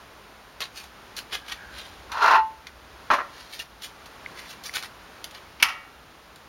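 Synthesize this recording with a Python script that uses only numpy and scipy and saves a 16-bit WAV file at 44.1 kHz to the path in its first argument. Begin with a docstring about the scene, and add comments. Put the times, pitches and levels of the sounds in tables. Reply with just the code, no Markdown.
"""The steel frame of a small stopped engine is shoved over a gritty concrete floor.
It sticks and slips, so it judders, squeals briefly, then comes down with a rattling knock.
Someone steps round it: shoes crack the grit, small parts tick, and there are soft pops and light rubs.
Last, a hand snaps the engine's switch over and the covers ring. A faint outdoor rush lies behind."""
import sys
import numpy as np
from scipy import signal
from scipy.fft import rfft, irfft
from scipy.io import wavfile
from scipy.ndimage import uniform_filter1d

SR = 44100
rng = np.random.default_rng(int(sys.argv[2]) if len(sys.argv) > 2 else 0)


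def inscribe(sig):
    """Save sig as 16-bit PCM at rate SR to the path in sys.argv[1].

    A 1-D sig is mono; a 2-D sig holds one channel per row.
    Samples are clipped to [-1, 1] before scaling.
    """
    pcm = np.round(np.clip(np.atleast_2d(sig).T, -1, 1) * 32767)
    wavfile.write(sys.argv[1], SR, pcm.astype(np.int16))


N = 286155
TIME = np.arange(N) / SR

# The notes (modes) that the steel frame and the sheet-metal covers ring with.
# Each row: pitch in Hz, level in dB, seconds to fade by 60 dB (called t60).
FRAME_MODES = [(377, 4, 0.15), (432, 3, 0.11), (571, -4.5, 0.47), (636, -8, .16), (755, -10, 0.29),
               (867, -3.5, 0.21), (1046, -5.5, 0.35), (1040, -15, 0.12), (1190, 6, 0.083), (1240, -5, 0.17),
               (1316, 1, 0.17), (1370, 1, 0.22), (1545, -5.5, 0.21), (1857, -1, 0.29), (1888, 7.5, 0.12),
               (1880, -4, 0.12), (2565, -1, 0.091), (2865, -1.5, 0.36), (3290, -3, 0.11), (4130, 8, 0.15),
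               (5060, -13, .09)]
COVER_MODES = [(576, 1.5, 1), (750, 1, 0.59), (890, -3.5, 0.52), (940, -15, 0.23), (1105, 3, 0.49),
               (1264, 4, 0.54), (1350, 2, 0.45), (1367, -5, 1), (1710, -7, 0.7), (1860, 0, 0.52),
               (1914, 0.5, 0.53), (1960, 1, 0.29), (2030, -1, 0.46), (2260, -1, 0.52), (2360, -13, .25),
               (2643, -11, 0.22), (2789, -14, 0.95), (2940, -11, .2), (3170, 0, 0.34), (4400, -10, 0.38)]
# Hard hits. Each row: start in seconds, level in dB, chatter length in seconds, treble in dB.
FRAME_HITS = [(3.1025, -15, 0.018, -20), (3.111, -16, 0.022, 2), (3.134, -20, 0.021, 6),
              (3.184, -25, 0.015, -18), (3.203, -29.5, 0.011, -21), (3.211, -33.5, 0.011, -16)]  # the frame lands and rocks
SWITCH_HITS = [(5.6, -32, 0.03, -23), (5.6253, -26.5, 0.0045, 14.5), (5.6275, -10, 0.0027, 0),
               (5.6358, -24, 0.001, 5), (5.685, -27, 0.041, -25)]  # the switch is pressed, let go and hits its stop
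TICK_HITS = [(.605, -31, 0.0071, -2), (.617, -31, .002, -11), (0.84, -43.5, 0.0033, -1.5),
             (1.166, -42, .009, 9), (1.189, -34, .002, -3), (1.325, -31.5, 0.0099, -11),
             (1.482, -40.5, .005, -5), (2.118, -32, 0.011, -6.5), (2.669, -35.5, 0.0037, -15),
             (3.592, -38, 0.0051, 1), (3.821, -46.5, .006, 5), (4.058, -51, 0.011, 4.5),
             (4.637, -44, .009, 5.5), (4.738, -34.5, 0.0064, -2), (4.769, -27.5, .002, -13),
             (4.826, -40, 0.0021, 0), (5.2422, -41.5, .004, 9.5), (5.31, -53, .004, 7),
             (6.3594, -56, .002, 9)]  # small dry ticks
# Soft pops. Each row: start in seconds, level in dB, pitch in Hz, t60 in seconds.
SOFT_POPS = [(3.598, -24.5, 2813, 0.052), (4.2615, -17, 2130, 0.011), (4.6945, -20, 2080, 0.011)]
# Shoes on grit. Each row: peak time in seconds, level in dB, length in seconds, treble in dB, rasp in Hz.
SHOE_SCUFFS = [(0.62, -28, .028, -10, 3980), (0.774, -40, 0.056, 0.5, 2550), (1.179, -40.5, 0.026, 5, 4300),
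               (1.336, -26, 0.034, -9, 3200), (1.494, -39.5, 0.064, -6, 3150),
               (1.521, -34, 0.017, -10, 3240), (1.782, -39.5, 0.12, -7, 3550),
               (3.382, -46, 0.18, -6.5, 4000), (3.537, -43, .052, 3, 4060), (3.6, -34.5, 0.022, -4.5, 2870),
               (3.837, -39.5, 0.035, 4, 3200), (4.389, -41.5, 0.083, -6, 1980),
               (4.5, -44.5, 0.037, 2, 2800), (4.662, -42.5, 0.035, 6.5, 5700),
               (4.755, -30.5, 0.038, 0, 2460), (4.838, -36, 0.03, -4, 1470),
               (5.35, -39.5, 0.025, -10, 3080)]
# Light rubbing. Each row: peak time in seconds, level in dB.
RUB_STROKES = [(1.45, -53), (1.62, -44.5), (1.72, -45.5)]
# How loud the distant rush is. Each row: time in seconds, level in dB.
RUSH_LEVELS = [(0, -47.5), (2.6, -49), (4.2, -49), (5.2, -47), (6.2, -50.5)]
# The tone colour of each sound. Each row: frequency in Hz, relative level in dB.
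RUSH_TONE = [(20, -19), (50, -7.5), (130, -6.5), (400, -6.5), (1000, -5), (1400, -5.5), (2000, -10.5),
             (4000, -15.5), (7000, -23.5), (10000, -27), (15000, -33.5)]
SCUFF_TONE = [(150, -25.5), (600, -13), (1500, -2), (2800, -2), (4500, -1), (7000, -8), (10500, -10.5),
              (15000, -18)]
TICK_TONE = [(150, -18), (800, -7), (1700, -1.5), (4000, 1), (7000, -7.5), (11000, -11.5), (15000, -18.5)]
SWITCH_TONE = [(40, -28), (100, -26.5), (520, -28), (900, -5), (1300, -2.5), (1700, -7), (2250, -1),
               (2850, 0), (3600, -11.5), (5500, -10), (7300, -22), (10500, -17.5), (15000, -28)]
KNOCK_TONE = [(50, -23), (120, -26.5), (230, -14.5), (320, -12.5), (450, -14.5), (600, -6), (1150, 0),
              (1950, -6), (2300, -12), (3500, -21), (6000, -27), (7500, -37.5), (11000, -37.5),
              (15000, -49)]
GRIT_TONE = [(300, -44.5), (1000, -11), (2700, 12.5), (5500, -2.5), (7500, -11), (10500, -17), (15000, -25)]
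SLIDE_TONE = [(100, -50), (250, -29.5), (410, -18.5), (490, -20), (700, -11.5), (1000, 1), (1300, -3.5),
              (1850, -8.5), (2300, -13), (2700, -8), (3200, -17), (4500, -26), (7000, -39), (15000, -75.5)]

CREEP_S, FREE_S, STOP_S = 2.123, 2.222, 2.3625  # the frame starts to creep, breaks free, stops


def amp(db):
    """Turn decibels into a gain."""
    return 10 ** (np.asarray(db) / 20)


def unit(x):
    """Scale a sound to an average (rms) level of 1."""
    return x / np.sqrt(np.mean(x ** 2))


def convolve(x, response):
    """Pass a sound through a ring, an echo or a filter."""
    return signal.fftconvolve(x, response)[:len(x)]


def colour(x, points, size=8192):
    """Give a sound a tone colour, using a filter of energy 1."""
    hz, db = np.transpose(points)
    bin_hz = np.arange(size // 2 + 1) * SR / size
    shape_db = np.interp(np.log(bin_hz + 1), np.log(hz), db)
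    # build the filter so that it never sounds ahead of a hit
    cepstrum = irfft(np.log(amp(shape_db)))[:size // 2]
    cepstrum[1:] *= 2
    response = irfft(np.exp(rfft(cepstrum, size)))
    return convolve(x, response / np.linalg.norm(response))


def band(x, hz, width_hz):
    """Keep the sound near one pitch, as a resonance does."""
    return signal.lfilter(*signal.iirpeak(hz, hz / width_hz, fs=SR), x)


def brighten(x, treble_db, corner_hz=3000):
    """Turn the treble up or down."""
    low = signal.lfilter(*signal.butter(1, corner_hz, fs=SR), x)
    return low + amp(treble_db) * (x - low)


def fade(t60):
    """One second of a gain that falls 60 dB every t60 seconds."""
    return np.exp(-np.log(1000) * TIME[:SR] / t60)


def envelope(start, hold, rise_db_per_s, fall_db_per_s):
    """A gain that climbs to reach 1 at the start, holds, and dies away."""
    early, late = np.maximum(start - TIME, 0), np.maximum(TIME - start - hold, 0)
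    return amp(-rise_db_per_s * early - fall_db_per_s * late)


def diffuse(t60):
    """Countless notes or echoes blur into dying noise."""
    tail = rng.standard_normal(SR) * fade(t60)
    return tail / np.linalg.norm(tail)


def modes(rows):
    """A struck body rings with a few clear, fading notes."""
    ring = sum(amp(db) * fade(t60) * np.sin(2 * np.pi * (hz * TIME[:SR] + rng.random()))
               for hz, db, t60 in rows)
    return ring / np.linalg.norm(ring)


def grit(spread_db):
    """Many tiny cracks, a few much louder than the rest."""
    return unit(rng.standard_normal(N) * amp(spread_db * np.minimum(rng.exponential(size=N), 6)))


def wander(per_s):
    """A smooth random drift, about 1 in size."""
    hold = int(SR / per_s)
    steps = np.repeat(rng.standard_normal(N // hold + 1), hold)[:N]
    return unit(uniform_filter1d(steps, hold))


def blows(rows):
    """The force of each hit starts at once and chatters away."""
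    force = np.zeros(N + SR)
    for s, db, length, treble_db in rows:
        chatter = rng.standard_normal(SR) * np.exp(-TIME[:SR] / length)
        start = int(s * SR)
        force[start:start + SR] += amp(db) * brighten(unit(chatter) / 10, treble_db)
    return force[:N]


def kicks(rows):
    """The same hits as a heavy body feels them: one sharp push each."""
    force = np.zeros(N)
    for s, db, _, _ in rows:
        force[int(s * SR)] += amp(db) * np.sqrt(SR) / 10
    return force


def background(hiss_db=-66, rumble_hz=58, width_hz=28, swell_s=2.05, swell_width_s=1.17):
    """A distant outdoor rush, a low rumble that swells once, and a smooth hiss."""
    rush = unit(colour(rng.standard_normal(N), RUSH_TONE))
    rush_db = np.interp(TIME, *np.transpose(RUSH_LEVELS)) + 1.23 * wander(3.123)
    rumble = unit(band(band(rng.standard_normal(N), rumble_hz, width_hz), rumble_hz, width_hz))
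    rumble_db = -63 + 9 * np.exp(-((TIME - swell_s) / swell_width_s) ** 2)
    return rush * amp(rush_db) + rumble * amp(rumble_db) + amp(hiss_db) * rng.standard_normal(N)


def rub(hz=1600, width_hz=260):
    """Light rubbing strokes sound through one narrow resonance."""
    strokes = sum(amp(db) * envelope(s, 0, rise_db_per_s=183, fall_db_per_s=212) for s, db in RUB_STROKES)
    return unit(band(band(grit(2.9), hz, width_hz), hz, width_hz)) * strokes


def pops(attack_s=0.00038):
    """Short pops, each one a single note that dies fast."""
    out = np.zeros(N + SR)
    onset = 1 - np.exp(-TIME[:SR] / attack_s)
    for s, db, hz, t60 in SOFT_POPS:
        start = int(s * SR)
        out[start:start + SR] += amp(db) * onset * fade(t60) * np.sin(2 * np.pi * hz * TIME[:SR])
    return out[:N]


def ticks(room_db=-4):
    """Grit cracks underfoot and fingers touch small parts."""
    force = blows(TICK_HITS)
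    return colour(force + amp(room_db) * convolve(force, diffuse(0.14)), TICK_TONE)


def shoes(press_share=0.29, rasp_db=-2, echo_s=0.0016, echo_db=-8, room_db=-4):
    """Soles press and twist on sandy concrete, making clusters of tiny cracks with a rasp."""
    sand = unit(grit(3.5) * amp(2 * wander(300)))
    out = np.zeros(N)
    for s, db, length, treble_db, hz in SHOE_SCUFFS:
        rise, fall = press_share * length, (1 - press_share) * length
        near = (TIME > s - 6 * rise) & (TIME < s + 6 * fall + 0.1)
        pressure = np.exp(-np.maximum((s - TIME[near]) / rise, (TIME[near] - s) / fall))
        cracks = amp(db) * pressure * brighten(sand[near], treble_db)
        cracks += amp(rasp_db) * band(cracks, hz, width_hz=520)
        # each step has its own short echo, with a lag that changes from step to step
        delay = int(echo_s * (1 + rng.random()) * SR)
        cracks += amp(echo_db) * np.roll(cracks, delay)
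        out[near] += cracks + amp(room_db) * convolve(cracks, diffuse(0.078))
    return colour(out, SCUFF_TONE)


def switch(ring_db=-17, case_db=-6, room_db=-13):
    """The switch snaps in its plastic case and sets the engine's covers ringing."""
    covers = amp(ring_db) * modes(COVER_MODES)
    case = amp(case_db) * diffuse(0.15)
    room = amp(room_db) * brighten(diffuse(0.4), treble_db=-21)
    tails = convolve(kicks(SWITCH_HITS), covers + case + room)
    return colour(blows(SWITCH_HITS) + tails, SWITCH_TONE)


def knock(ring_db=-14, room_db=-13, room_t60=0.48):
    """The frame lands, rocks and rings, and the room echoes."""
    force = blows(FRAME_HITS)
    ring = amp(ring_db) * convolve(kicks(FRAME_HITS), modes(FRAME_MODES))
    echoes = brighten(diffuse(room_t60), treble_db=-1, corner_hz=1500)
    room = amp(room_db) * convolve(force, echoes)
    return colour(force + ring + room, KNOCK_TONE)


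def squeal(hz=882, lower_hz=754, lower_db=-24, upper_hz=1071, upper_db=-23, waver=0.0022, level_db=-18.5):
    """Just before the stop, friction locks on to one note, which rings on with two weak neighbours."""
    turns = 2 * np.pi * np.cumsum(1 + waver * wander(49.9)) / SR
    neighbours = amp(lower_db) * np.sin(lower_hz * turns) + amp(upper_db) * np.sin(upper_hz * turns)
    swell = envelope(STOP_S - 0.017, hold=0.055, rise_db_per_s=596, fall_db_per_s=200)
    return unit(np.sin(hz * turns) + neighbours) * amp(level_db) * swell


def shove(creep_db=-33, growth_db_per_s=90, slide_db=-16):
    """How strong the friction is: a growing creep, then the full slide."""
    edges = dict(rise_db_per_s=700, fall_db_per_s=415)
    pushed_s = np.clip(TIME, CREEP_S, FREE_S) - CREEP_S
    creep = amp(creep_db + growth_db_per_s * pushed_s) * envelope(CREEP_S, FREE_S - CREEP_S, **edges)
    sliding = amp(slide_db) * envelope(FREE_S, STOP_S - FREE_S, **edges)
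    return np.maximum(creep, sliding)


def slide(slip_hz=53, jitter=0.08, drag_db=2, ring_db=-14, grit_db=-9, grit_ring_db=-9, sweep_db_per_s=42):
    """The frame sticks and slips on the concrete, grinding grit between the slips."""
    slip_count = np.floor(np.cumsum(slip_hz * (1 + jitter * wander(40))) / SR)
    slips = np.diff(slip_count, prepend=0) * amp(2 * wander(60))
    # every slip sends the same shudder through the frame
    shudder = unit(convolve(slips, diffuse(0.11)))
    force = unit(shudder + amp(drag_db) * grit(1.9)) * shove()
    ring = convolve(force, modes(FRAME_MODES))
    body = colour(force + amp(ring_db) * ring, SLIDE_TONE)
    crunch = force * amp(2 * wander(250)) + amp(grit_ring_db) * ring
    # the crunch fades as the grit is swept aside
    slid_s = np.clip(TIME, FREE_S, STOP_S) - FREE_S
    return body + colour(crunch * amp(grit_db - sweep_db_per_s * slid_s), GRIT_TONE)


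def scene():
    """All the sounds meet at one microphone."""
    frame = slide() + squeal() + knock()
    return (frame + switch() + ticks() + pops() + shoes() + rub() + background())[None]


def record(dry, notch_hz=7900, notch_width_hz=850, ceiling=0.72, top_hz=15900):
    """The microphone has a deep dip in the treble, rounds the biggest peaks and cuts the very top."""
    notch = signal.iirnotch(notch_hz, notch_hz / notch_width_hz, fs=SR)
    heard = signal.lfilter(*notch, signal.lfilter(*notch, dry))
    rounded = heard / (1 + (heard / ceiling) ** 6) ** (1 / 6)
    top_cut = signal.ellip(10, 0.2, 80, top_hz, fs=SR, output="sos")
    return signal.sosfilt(top_cut, rounded)


dry = scene()
out = record(dry)
inscribe(out)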